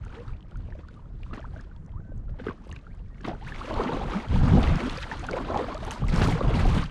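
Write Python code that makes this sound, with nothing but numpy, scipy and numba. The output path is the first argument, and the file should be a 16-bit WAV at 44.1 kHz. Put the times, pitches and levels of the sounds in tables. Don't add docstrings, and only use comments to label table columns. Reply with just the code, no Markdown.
import sys
import numpy as np
from scipy import signal
from scipy.io import wavfile
from scipy.ndimage import uniform_filter1d
from numba import njit

SR = 44100
rng = np.random.default_rng(int(sys.argv[2]) if len(sys.argv) > 2 else 0)


def unload_audio(sound):
    columns = np.transpose(np.atleast_2d(sound))
    steps = np.round(np.clip(columns, -1, 1) * 32767)
    wavfile.write(sys.argv[1], SR, steps.astype(np.int16))


def volts_from_decibels(level):
    exponent = np.asarray(level, float) / 20
    return 10 ** exponent


N = 304290
STEP = 32


def rms_one(x):
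    return x / np.sqrt(np.mean(x ** 2) + 1e-20)


def drift(rate_hz):
    r = np.exp(-2 * np.pi * rate_hz * STEP / SR)
    settle = 3000
    white = rng.standard_normal(N // STEP + 2 + settle)
    return rms_one(signal.lfilter([1], [1, -2 * r, r * r], white)[settle:])


def smooth_db(slow_db):
    return np.interp(np.arange(N) / STEP, np.arange(len(slow_db)), slow_db)


def smooth_gain(slow_db):
    return np.interp(np.arange(N) / STEP, np.arange(len(slow_db)), volts_from_decibels(slow_db))


def total_db(power):
    return smooth_db(10 * np.log10(power))


def surges(rows, rise_db_per_s, fall_db_per_s):
    t = np.arange(N // STEP + 2) * STEP / SR
    start, hold, level_db = np.transpose(rows)[:3, :, None]
    climb_db = rise_db_per_s * np.maximum(start - t, 0)
    fall_db = fall_db_per_s * np.maximum(t - start - hold, 0)
    return volts_from_decibels(2 * (level_db - climb_db - fall_db))


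def banded_noise(spectrum, shared_db, own_db, rate_hz):
    hz, level_db = np.transpose(spectrum)
    edges = hz[0] * 2 ** np.arange(0, np.log2(hz[-1] / hz[0]) + .01, .5)
    out, together, white = 0, drift(rate_hz), rng.standard_normal((2, N))
    for k, (low, high) in enumerate(zip(edges, edges[1:])):
        sos = signal.butter(2, [low, high], "band", fs=SR, output="sos")
        band = signal.sosfilt(sos, white[k % 2])
        centre_db = np.interp(np.log(low * high) / 2, np.log(hz), level_db)
        out = out + band * smooth_gain(centre_db + shared_db * together + own_db * drift(rate_hz))
    return rms_one(out)


@njit
def add(out, at, hz, size, cycles, rise, sr):
    for i in range(len(at)):
        life = cycles[i] * sr / hz[i]
        fall, swell = np.exp(-7 / life), np.exp(-18 / life)
        tail, head = size[i], size[i]
        for n in range(min(int(life), len(out) - at[i])):
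            phase = 2 * np.pi * hz[i] / sr * n * (1 + rise[i] * n / life)
            out[at[i] + n] += (tail - head) * np.sin(phase)
            tail, head = tail * fall, head * swell
    return out


def grains(per_s, low_hz, high_hz, cycles, rise, spread_db, tilt_db):
    chance, place, luck, life, climb = rng.random((5, N))
    at = np.nonzero(chance < per_s / SR)[0]
    hz = low_hz * (high_hz / low_hz) ** place[at]
    luck_db = spread_db * np.minimum(-np.log(1 - luck[at]), 4)
    size = volts_from_decibels(luck_db + tilt_db * np.log2(hz / low_hz))
    return rms_one(add(np.zeros(N), at, hz, size, cycles * (.5 + life[at]), 2 * rise * climb[at], SR))


def swarm(busy, per_s, low_hz, high_hz, cycles, spread_db, tilt_db):
    bursts = grains(per_s * busy, low_hz, high_hz, cycles, 0.271, spread_db, tilt_db)
    return rms_one(bursts / np.sqrt(busy))


def chirps(rows, rise):
    out = np.zeros(N + SR)
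    for s, peak_db, hz, t60 in rows:
        t60 = np.clip(t60, .004, .3)
        t = np.arange(int(t60 * SR)) / SR
        shape = (1 - np.exp(-t * hz * 1.8)) ** 2 * volts_from_decibels(-60 * t / t60)
        tone = np.sin(2 * np.pi * hz * (t + rise * t * t / t60)) * shape / shape.max()
        out[round(s * SR):][:len(t)] += volts_from_decibels(peak_db) * tone
    return out[:N]


def small_bubbles(rows):
    return chirps([(s, peak_db, hz, 0.012 + 22 / hz) for s, peak_db, hz in rows], rise=0.14)


def ticks(drops, under_db, crackle):
    swell_cycles, puff_cycles, ring_cycles = 8, 30, 48
    out, t = np.zeros(N + SR), np.arange(500) / SR
    for (s, peak_db, hz), puff in zip(drops, rng.standard_normal((len(drops), 500))):
        swell = np.sin(np.pi / 2 * np.minimum(t * hz / swell_cycles, 1)) ** 2
        band = signal.butter(2, [hz / 1.3, hz * 1.4], "band", fs=SR, output="sos")
        puff = signal.sosfilt(band, puff * swell * volts_from_decibels(-60 * t * hz / puff_cycles))
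        ring = np.sin(2 * np.pi * hz * (t + 6.1 * t * t)) * swell * volts_from_decibels(-60 * t * hz / ring_cycles)
        drop = crackle * puff / np.abs(puff).max() + 1.38 * ring
        start = round((s - .5 * swell_cycles / hz) * SR)
        out[start:][:500] += volts_from_decibels(peak_db - under_db) * drop
    return out[:N]


def slides(rows, wobble_db):
    out = np.zeros(N)
    for s, length, first_hz, last_hz, level_db in rows:
        hz = np.linspace(first_hz, last_hz, int(length * SR))
        fade = np.minimum(2 * np.hanning(len(hz)), 1) ** .5
        out[round(s * SR):][:len(hz)] += volts_from_decibels(level_db) * fade * np.sin(2 * np.pi * np.cumsum(hz) / SR)
    return out * smooth_gain(wobble_db * drift(70))


# (start [s], hold [s], rumble level [dB], buffet over the rumble [dB])
WIND_GUSTS = [(0.004, 0.053, -30.5, -12), (0.197, 0.027, -40.5, 3.5), (0.282, 0.057, -30.5, -25),
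              (0.558, 0.2, -35.5, -6.5), (1.07, 0.5, -37.5, -7.5), (1.457, 0.26, -35, -26),
              (1.787, 0.013, -33.5, -15), (1.928, 0.075, -28, -17), (2.113, 0.22, -32, -11),
              (2.42, 0.08, -48.5, 10), (2.714, 0.013, -36, 0), (2.926, 0.29, -37, -15),
              (3.237, 0.36, -40.5, -4), (3.747, 0.039, -27, -13), (3.903, 0.21, -35, -1),
              (4.307, 0.17, -19.5, 0), (4.527, 0.055, -23.5, 12.5), (4.623, 0.1, -19.5, -1.5),
              (4.788, 0.26, -32.5, -10.5), (5.125, 0.43, -34.5, -6.5), (5.54, 0.017, -32, 2),
              (5.65, 0.25, -33.5, -8.5), (6.03, 0.3, -21.5, 0), (6.444, 0.36, -19.5, -1)]


def wind_levels():
    lull_rumble_db, lull_buffet_db = -41, -47
    gusts = surges(WIND_GUSTS, rise_db_per_s=495, fall_db_per_s=249)
    hardness = volts_from_decibels(2 * np.transpose(WIND_GUSTS)[3])
    rumble_db = total_db(volts_from_decibels(2 * lull_rumble_db) + gusts.sum(axis=0))
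    buffet_db = total_db(volts_from_decibels(2 * lull_buffet_db) + hardness @ gusts)
    return rumble_db, buffet_db


# (frequency [Hz], level per Hz [dB])
RUMBLE_SPECTRUM = [(15, -11), (30, 5.5), (60, -5.5), (90, -2.5), (130, -19), (200, -38)]
# (frequency [Hz], level per Hz [dB])
BUFFET_SPECTRUM = [(60, 7), (110, 1.5), (170, 9), (250, -17.5), (400, -21), (800, -27.5)]
# (frequency [Hz], level per Hz [dB])
TEARING_SPECTRUM = [(150, -1), (260, -7), (400, -12.5), (700, -16.5), (1000, -34)]


def wind():
    rumble_db, buffet_db = wind_levels()
    rumble = banded_noise(RUMBLE_SPECTRUM, shared_db=2.0, own_db=-0.86, rate_hz=35.0)
    buffet = banded_noise(BUFFET_SPECTRUM, shared_db=0.0, own_db=4.5, rate_hz=20.2)
    tearing = banded_noise(TEARING_SPECTRUM, shared_db=7.5, own_db=3.0, rate_hz=37.5)
    tearing_db = 1.22 * buffet_db - 8.0
    return volts_from_decibels(rumble_db) * rumble + volts_from_decibels(buffet_db) * buffet + volts_from_decibels(tearing_db) * tearing


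# (frequency [Hz], level per Hz [dB])
LAKE_SPECTRUM = [(120, -18.5), (200, -3), (454, -16), (923, -30), (1330, -16.5), (2420, -43), (8200, -47),
                 (15500, -75)]


def far_lake():
    return volts_from_decibels(-56.5) * banded_noise(LAKE_SPECTRUM, shared_db=1.2, own_db=2.2, rate_hz=6)


def hull_hum():
    centre_hz, width_hz, level_db = 305, 20, -65.5
    edges = [centre_hz - width_hz / 2, centre_hz + width_hz / 2]
    sos = signal.butter(2, edges, "band", fs=SR, output="sos")
    return volts_from_decibels(level_db) * rms_one(signal.sosfilt(sos, rng.standard_normal(N)))


# (time [s], peak level [dB], pitch [Hz])
HULL_PATTER = [(0.035, -52, 2700), (0.143, -46, 2520), (0.2, -45.5, 2520), (0.28, -48, 3600),
               (0.427, -51.5, 2880), (0.5117, -53.5, 2970), (0.6055, -55, 2820), (0.885, -49.5, 4230),
               (0.933, -61, 2900), (1.232, -43, 2280), (1.394, -48, 3050), (1.763, -50, 3180),
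               (1.919, -59, 3000), (2.389, -52, 3200), (2.6474, -67, 2700), (2.692, -47, 3230),
               (2.7144, -36, 2700), (2.7636, -38, 2540), (3.209, -50, 2500), (3.285, -38, 3320),
               (3.448, -42, 2700)]


def patter():
    return ticks(HULL_PATTER, under_db=-3.0, crackle=0.73)


# (time [s], peak level [dB], pitch [Hz])
HULL_DRIPS = [(0.037, -43, 1350), (0.279, -40.5, 1250), (0.519, -46.5, 1340), (0.557, -40, 1350),
              (0.724, -39.5, 1700), (0.834, -45, 1190), (0.886, -40, 1400), (1.233, -43, 2690),
              (1.31, -38, 1140), (1.331, -32, 1230), (1.372, -39, 1800), (1.39, -39, 1340),
              (1.427, -40, 1640), (1.451, -39, 1430), (1.562, -38, 1480), (1.713, -45.5, 1410),
              (1.936, -45.5, 910), (2.002, -49.5, 1450), (2.281, -47, 1300), (2.398, -36, 1470),
              (2.466, -29, 1210), (2.484, -25, 1460), (2.496, -31, 1130), (2.482, -34, 1920),
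              (2.508, -30, 1040), (2.694, -41, 1030), (2.762, -42.5, 1500), (2.727, -37, 1730),
              (2.762, -38, 2380), (2.867, -38.5, 1330), (3.207, -42, 1630), (3.249, -27.5, 1080),
              (3.292, -26, 713), (3.332, -30.5, 815)]


def drips():
    return small_bubbles(HULL_DRIPS)


# (time [s], peak level [dB], pitch [Hz])
FINE_SPATTER = [(0.05, -45.5, 6340), (0.1944, -65, 5320), (0.5112, -56, 6070), (0.7562, -63, 5960),
                (0.8764, -72, 5930), (0.9574, -70, 5380), (1.3384, -50, 5250), (1.3474, -47, 5290),
                (1.4042, -52, 5480), (1.8063, -69, 6020), (1.8482, -64, 5810), (2.0423, -67, 5490),
                (2.7023, -48, 6700), (2.9487, -58, 6980), (3.0834, -58, 5300), (3.2126, -50, 5300),
                (3.2779, -46, 5430), (3.3493, -60, 5900), (3.4775, -49, 8610), (4.2014, -54, 5580),
                (4.8988, -42, 5270), (5.1607, -48, 5740), (5.1946, -36, 6500), (5.267, -36, 6000),
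                (5.8501, -36, 5830), (5.867, -39, 9200), (5.9086, -39, 10600), (5.915, -29, 6660),
                (5.921, -37, 8000), (6.049, -45, 10000), (6.0824, -32.5, 5320), (6.142, -31, 5480)]


def spatter():
    return ticks(FINE_SPATTER, under_db=3.5, crackle=1.45)


WATER_RISE_DB_PER_S, WATER_FALL_DB_PER_S = 179, 119.5

# (start [s], hold [s], level [dB])
HULL_LAPS = [
    (0.05, 0.23, -52),
    (.5, 0.47, -60),
    (1.24, 0.2, -56),
    (1.53, 0.082, -53.5),
    (2.38, 0.099, -64),
    (2.64, 0.13, -55),
    (3.25, 0.066, -48),
    (2.88, 0.36, -63.5),
    (3.41, 0.11, -54),
]


def lap_power(fall_db_per_s=WATER_FALL_DB_PER_S):
    return surges(HULL_LAPS, WATER_RISE_DB_PER_S, fall_db_per_s).sum(axis=0)


def trickle():
    lap_db = total_db(lap_power(WATER_FALL_DB_PER_S / 2))
    drops = grains(260, 810, 3940, cycles=28, rise=0.26, spread_db=8.5, tilt_db=-6.5)
    return volts_from_decibels(lap_db - 8.5) * drops


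# (start [s], hold [s], level [dB])
BLADE_PULLS = [(3.547, 0.06, -45), (3.716, 0.21, -29.5), (3.97, 0.25, -35), (4.458, 0.41, -32),
               (5.063, 0.21, -42.5), (5.314, 0.12, -32), (5.533, 0.05, -26.5), (5.65, 0.28, -38),
               (6.185, 0.072, -28), (6.3, .07, -38), (6.412, 0.11, -29.5), (6.6, 0.17, -35.5)]


def pull_power():
    return surges(BLADE_PULLS, WATER_RISE_DB_PER_S, WATER_FALL_DB_PER_S).sum(axis=0)


# (start [s], hold [s], level [dB])
BLADE_WASHES = [
    (3.491, 0.17, -55.5),
    (3.688, 0.54, -54.5),
    (4.337, 0.17, -50.5),
    (4.559, 0.46, -49),
    (5.095, 0.26, -55.5),
    (5.387, 0.59, -55),
    (6.134, 0.18, -47),
    (6.315, 0.2, -53),
    (6.552, 0.26, -47.5),
]


def wash_power():
    return surges(BLADE_WASHES, WATER_RISE_DB_PER_S, WATER_FALL_DB_PER_S).sum(axis=0)


def water_levels():
    calm_gurgle_db, calm_splash_db, calm_spray_db = -62.5, -101, -85
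    lap, pull, wash = lap_power(), pull_power(), wash_power()
    gurgle = volts_from_decibels(2 * calm_gurgle_db) + lap + pull
    splash = volts_from_decibels(2 * calm_splash_db) + volts_from_decibels(2 * -12) * lap + volts_from_decibels(2 * -13) * pull + volts_from_decibels(2 * 8.5) * wash
    spray = volts_from_decibels(2 * calm_spray_db) + volts_from_decibels(2 * -16) * lap + wash
    return total_db(gurgle), total_db(splash), total_db(spray)


# (frequency [Hz], level per Hz [dB])
SPRAY_SPECTRUM = [(1180, 6.5), (2000, -3.5), (3740, -8), (5740, -15), (7110, -31), (8360, -14),
                  (12600, -31), (13900, -45), (15500, -67)]


def stirred_water():
    gurgle_db, splash_db, spray_db = water_levels()
    churn = drift(22)
    busy = volts_from_decibels(.5 * (spray_db + 50))
    gurgle_rate, splash_rate = 900 * smooth_gain(2.5 * churn), 1600 * smooth_gain(3.5 * churn)
    fizz_rate = 2000 * smooth_gain(3.5 * churn)
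    gurgle = swarm(busy, gurgle_rate, 187.8, 1303, cycles=19.6, spread_db=3.0, tilt_db=2.0)
    splash = swarm(busy, splash_rate, 757, 3770, cycles=25, spread_db=3.5, tilt_db=-2.0)
    fizz = swarm(busy, fizz_rate, 2200, 9000, cycles=15, spread_db=5, tilt_db=-5)
    hiss = banded_noise(SPRAY_SPECTRUM, shared_db=.8, own_db=2.2, rate_hz=30) * smooth_gain(1.2 * churn)
    spray = volts_from_decibels(1.0) * fizz + volts_from_decibels(8.5) * hiss
    mist = signal.sosfilt(signal.butter(1, 7500, "high", fs=SR, output="sos"), spray)
    mist_db = 5.5 * (spray_db + 46.5) + smooth_db(4.6 * drift(31))
    spray += (volts_from_decibels(mist_db) - 1) * mist
    return volts_from_decibels(gurgle_db) * gurgle + volts_from_decibels(splash_db) * splash + volts_from_decibels(spray_db) * spray


# (time [s], peak level [dB], pitch [Hz])
HULL_RUNOFF = [(0.0802, -41, 2320), (0.0944, -48, 2920), (0.125, -38, 2210), (0.3057, -62, 2470),
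               (0.3164, -56, 2500), (0.335, -45, 2280), (0.3676, -47, 2800), (0.4065, -45, 3030),
               (0.4673, -49, 2110), (0.5561, -47, 2200), (0.6194, -50, 3280), (0.6365, -52, 2950),
               (0.7033, -43, 1930), (0.7507, -49, 2300), (0.7876, -49, 2060), (0.8094, -47, 2470),
               (0.9094, -48, 2190), (0.9413, -48, 3630), (1.0031, -53, 2830), (1.1553, -56, 3360),
               (1.21, -53, 2400), (1.2915, -55, 2290), (1.413, -40, 1960), (1.5369, -57, 2690),
               (1.6097, -54.5, 2350), (1.6474, -53, 2360), (1.892, -46.5, 1980), (2.0168, -63, 2030),
               (2.369, -53, 2100), (2.7901, -43, 2440), (2.9936, -48, 2620), (3.0604, -53, 2140),
               (3.1456, -44, 2060), (3.1817, -42, 2080), (3.4002, -60, 2600), (3.4216, -48, 2060)]


def runoff():
    return ticks(HULL_RUNOFF, under_db=5.5, crackle=0.82)


# (time [s], peak level [dB], low part over it [dB],
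# high part over it [dB], 60 dB decay [s])
WATER_SLAPS = [(0.141, -37.5, 4, -16, 0.14), (0.198, -49, 0, -19, 0.068), (0.786, -41, 10, -25, 0.069),
               (1.329, -31, 4.5, -9.5, 0.13), (1.373, -42.5, 13.5, -20, 0.089), (1.399, -37, -9, -5, 0.037),
               (1.564, -49, 11.5, -23, 0.11), (2.289, -39.5, 8, 7, 0.035), (2.385, -39.5, 5.5, -10, 0.16),
               (2.434, -43, 7.5, -9, 0.37), (2.463, -25, -4, -15, 0.037), (2.483, -36, 12, -37, 0.12),
               (2.507, -47, 13, -30, 0.05), (3.24, -25.5, 0.5, -8, 0.12), (3.27, -40.5, 18.5, -27, 0.26),
               (3.2914, -39, 8, -35, 0.071), (3.867, -24, -1.5, -21, 0.093), (4.11, -29, -16, -10, 0.19),
               (4.198, -18, -12, -10, 0.035), (4.624, -29, 4, -16, 0.74), (5.024, -22, -18, -10, 0.084),
               (5.112, -23.5, -2.5, -20, 0.049), (5.905, -29, -4.5, 0, 0.16),
               (6.084, -28.5, -29, 24, 0.037), (6.1625, -33, -19, 16.5, 0.083),
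               (6.211, -19.5, 5, -1.5, 0.14)]


def slap_strength():
    out = np.zeros((3, N + SR))
    rise_s, bend = [[.004], [.009], [.03]], [[1], [1.5], [2]]
    for s, peak_db, low_db, high_db, t60 in WATER_SLAPS:
        t = np.arange(int(np.clip(t60, .01, .4) * SR)) / SR
        shape = np.minimum(t / rise_s, 1) ** bend * volts_from_decibels(peak_db - 5.0 - 60 * t / t60)
        out[:, round(s * SR):][:, :len(t)] += volts_from_decibels(np.array([[low_db], [0], [high_db]])) * shape
    return out[:, :N]


def slaps():
    low, middle, high = slap_strength()
    out = low * grains(900, 180.0, 1370, cycles=10.2, rise=0.16, spread_db=3.5, tilt_db=0.0)
    out += middle * grains(2500, 1230, 3680, cycles=7.8, rise=0.24, spread_db=-5.5, tilt_db=-3.0)
    out += high * grains(5500, 3770, 12600, cycles=7.6, rise=0.13, spread_db=4.5, tilt_db=-10.5)
    return out


# (time [s], peak level [dB], pitch [Hz], 60 dB decay [s])
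AIR_GULPS = [(0.143, -43, 310, 0.056), (0.752, -38.5, 550, 0.028), (1.395, -35.5, 590, 0.04),
             (1.561, -39, 608, 0.068), (2.09, -38.5, 278, 0.064), (2.119, -34.5, 490, 0.012),
             (2.398, -30, 437, 0.027), (2.467, -18.5, 382, 0.026), (2.669, -31.5, 350, 0.0046),
             (3.249, -27, 260, 0.039), (3.312, -26, 606, 0.029), (3.891, -20, 417, 0.041),
             (3.942, -22, 250, 0.037), (4.329, -34, 445, 0.06), (4.976, -28.5, 490, 0.059),
             (5.336, -17.5, 492, 0.039), (5.397, -31.5, 263, 0.14), (5.5, -21.5, 600, 0.046),
             (5.589, -27.5, 425.5, 0.36), (5.748, -28, 590, 0.088), (6.353, -25, 446, 0.12),
             (6.411, -15, 473, 0.023)]


def gulps():
    return chirps(AIR_GULPS, rise=0.2)


# (start [s], length [s], first pitch [Hz], last pitch [Hz], level [dB])
BUBBLE_GLIDES = [(.165, 0.064, 444, 502, -38), (.955, 0.031, 1110, 1250, -51),
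                 (1.59, 0.013, 1390, 1900, -45), (5.868, 0.066, 508, 1526, -47),
                 (6.086, 0.015, 2310, 1900, -40), (1.44, 0.02, 800, 1410, -41.5),
                 (1.755, 0.034, 890, 980, -60), (0.332, 0.019, 2250, 2860, -60),
                 (5.235, 0.05, 652, 1210, -60), (1.95, 0.04, 870, 1370, -50),
                 (2.345, 0.024, 517, 650, -50.5), (2.898, 0.036, 1500, 2670, -55),
                 (3.41, 0.032, 710, 960, -41), (3.465, 0.034, 1270, 3050, -40.5),
                 (3.61, 0.016, 943, 1580, -33), (3.795, 0.018, 526, 240, -19.5),
                 (4.135, 0.066, 159, 236, -24), (4.82, 0.076, 216, 287, -25.5)]


def glides():
    return slides(BUBBLE_GLIDES, wobble_db=4.0)


# (time [s], peak level [dB], pitch [Hz])
FINE_SPITS = [(0.5717, -53.5, 6300), (1.5449, -63, 6000), (1.5754, -59, 5930), (1.6104, -47.5, 5000),
              (1.8627, -55.5, 5900), (2.163, -62, 8100), (2.178, -57, 6270), (2.531, -57, 4970),
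              (2.6745, -55, 8160), (2.726, -41, 6260), (2.7591, -54, 5720), (2.973, -64, 4870)]


def spits():
    return ticks(FINE_SPITS, under_db=-3.0, crackle=0.73)


# (start [s], length [s], first pitch [Hz], last pitch [Hz], level [dB])
BIRD_NOTES = [
    (2.025, 0.13, 1515, 1550, -61),
    (2.81, 0.17, 1590, 1590, -66),
    (3.06, 0.15, 1850, 1910, -68),
]


def far_bird():
    return slides(BIRD_NOTES, wobble_db=3.5)


# (time [s], peak level [dB], pitch [Hz])
PADDLE_BUBBLES = [(3.521, -27.5, 1660), (3.61, -32, 1050), (3.775, -23, 910), (4.013, -22.5, 750),
                  (4.412, -28, 760), (4.477, -24.5, 1180), (4.55, -25, 983), (4.623, -21, 730),
                  (5.118, -24.5, 858), (5.114, -21.5, 1710), (5.287, -20.5, 1390), (5.487, -27, 1000),
                  (5.512, -25, 1000), (5.544, -29, 790), (5.559, -15.5, 774), (5.709, -28, 1026),
                  (5.726, -27.5, 1046), (5.881, -29, 822), (5.919, -26, 857), (6.038, -27.5, 1100),
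                  (6.163, -27, 1016), (6.18, -25, 1000), (6.246, -25, 1000), (6.262, -21.5, 1250),
                  (6.287, -20.5, 870), (6.315, -25, 716), (6.407, -20.5, 1097), (6.652, -20, 720),
                  (6.829, -23, 1090)]


def paddle_bubbles():
    return small_bubbles(PADDLE_BUBBLES)


# (time [s], peak level [dB], pitch [Hz])
THROWN_DROPS = [(3.5453, -27, 2100), (3.5594, -26, 2050), (3.8684, -32, 2070), (4.0971, -31, 2040),
                (4.133, -25, 2190), (4.169, -25.5, 1960), (4.2, -28, 2060), (4.2852, -30.5, 3140),
                (4.342, -24, 2150), (4.4956, -28, 2120), (4.6305, -17.5, 3540), (4.6728, -20, 1940),
                (4.7114, -33, 2060), (4.787, -37, 2260), (4.804, -17.5, 2130), (4.8964, -20, 3350),
                (4.9846, -24, 2330), (5.1394, -29, 1880), (5.1994, -32, 3260), (5.243, -28, 2470),
                (5.332, -20, 2064), (5.574, -23.5, 3220), (5.7783, -30, 3680), (5.809, -38, 1960),
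                (5.909, -21, 2930), (6.0676, -32, 2770), (6.0846, -22.5, 1955), (6.1963, -21, 1900),
                (6.2336, -39, 1920), (6.2946, -25, 3100), (6.325, -17.5, 2030), (6.371, -36, 2500),
                (6.54, -21.5, 2060), (6.558, -36, 1960), (6.6273, -38, 2820), (6.6934, -27, 1930),
                (6.7374, -33, 1950), (6.7494, -24, 3200), (6.78, -19, 2970), (6.86, -24, 2650)]


def thrown_drops():
    return ticks(THROWN_DROPS, under_db=5.5, crackle=0.82)


# (time [s], peak level [dB], pitch [Hz])
WAKE_BUBBLES = [(3.644, -33, 486), (3.678, -32, 560), (3.717, -38, 740), (3.817, -27, 655),
                (3.891, -23.5, 880), (3.919, -28, 865), (3.969, -23.5, 493), (4.059, -37, 746),
                (4.117, -29, 820), (4.249, -46, 570), (4.359, -24, 870), (4.434, -30, 450),
                (4.589, -38, 509), (4.659, -42, 730), (4.709, -35, 520), (4.859, -32, 448),
                (4.929, -45, 755), (5.135, -29, 870), (5.231, -30, 705), (5.358, -42, 474),
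                (5.401, -29, 1050), (5.439, -42, 614), (5.598, -23.5, 474), (5.634, -26, 514),
                (5.683, -25, 670), (5.77, -29.5, 1190), (5.827, -28, 616), (5.959, -30, 910),
                (6.119, -30, 500), (6.45, -37, 450), (6.506, -23, 448), (6.579, -42, 600),
                (6.697, -32, 484), (6.739, -37, 456), (6.783, -34, 447)]


def wake_bubbles():
    return small_bubbles(WAKE_BUBBLES)


# (time [s], peak level [dB], pitch [Hz])
SKIN_TICKS = [(3.741, -35, 4170), (4.617, -40, 4400), (4.757, -35, 5100), (4.974, -30, 4700),
              (5.028, -30.5, 3900), (5.312, -30.5, 4380), (5.745, -35.5, 4400), (5.909, -28.5, 6160),
              (6.161, -28.5, 5300), (6.219, -26.5, 4570), (6.6527, -34, 3980), (6.8398, -34, 4500)]


def skin_ticks():
    return ticks(SKIN_TICKS, under_db=-3.0, crackle=0.73)


def scene():
    air = wind() + far_lake() + hull_hum() + far_bird()
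    hull = patter() + drips() + spatter() + trickle() + runoff() + glides() + spits()
    water = stirred_water() + slaps() + gulps()
    paddle = paddle_bubbles() + thrown_drops() + wake_bubbles() + skin_ticks()
    return (air + hull + water + paddle)[None]


def treble_gate(x):
    gate_from_hz, gate_db = 6500, -112
    hz, _, z = signal.stft(x, SR, nperseg=1024)
    band_power = np.abs(uniform_filter1d(np.abs(z) ** 2, size=12, axis=1))
    band_db = 10 * np.log10(band_power + 1e-20)
    gate = np.clip((band_db - gate_db) / 2, 0, 1)
    z = z * np.where(hz[:, None] > gate_from_hz, gate, 1)
    return signal.istft(z, SR, nperseg=1024)[1][:, :N]


def roll_off(x):
    return signal.sosfilt(signal.butter(12, 15680, fs=SR, output="sos"), x)


def record(dry):
    dull = signal.sosfilt(signal.butter(3, 11450, fs=SR, output="sos"), dry)
    mix = 0.68 * np.tanh(treble_gate(dull) / 0.94)
    return roll_off(mix)


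dry = scene()
out = record(dry)
unload_audio(out)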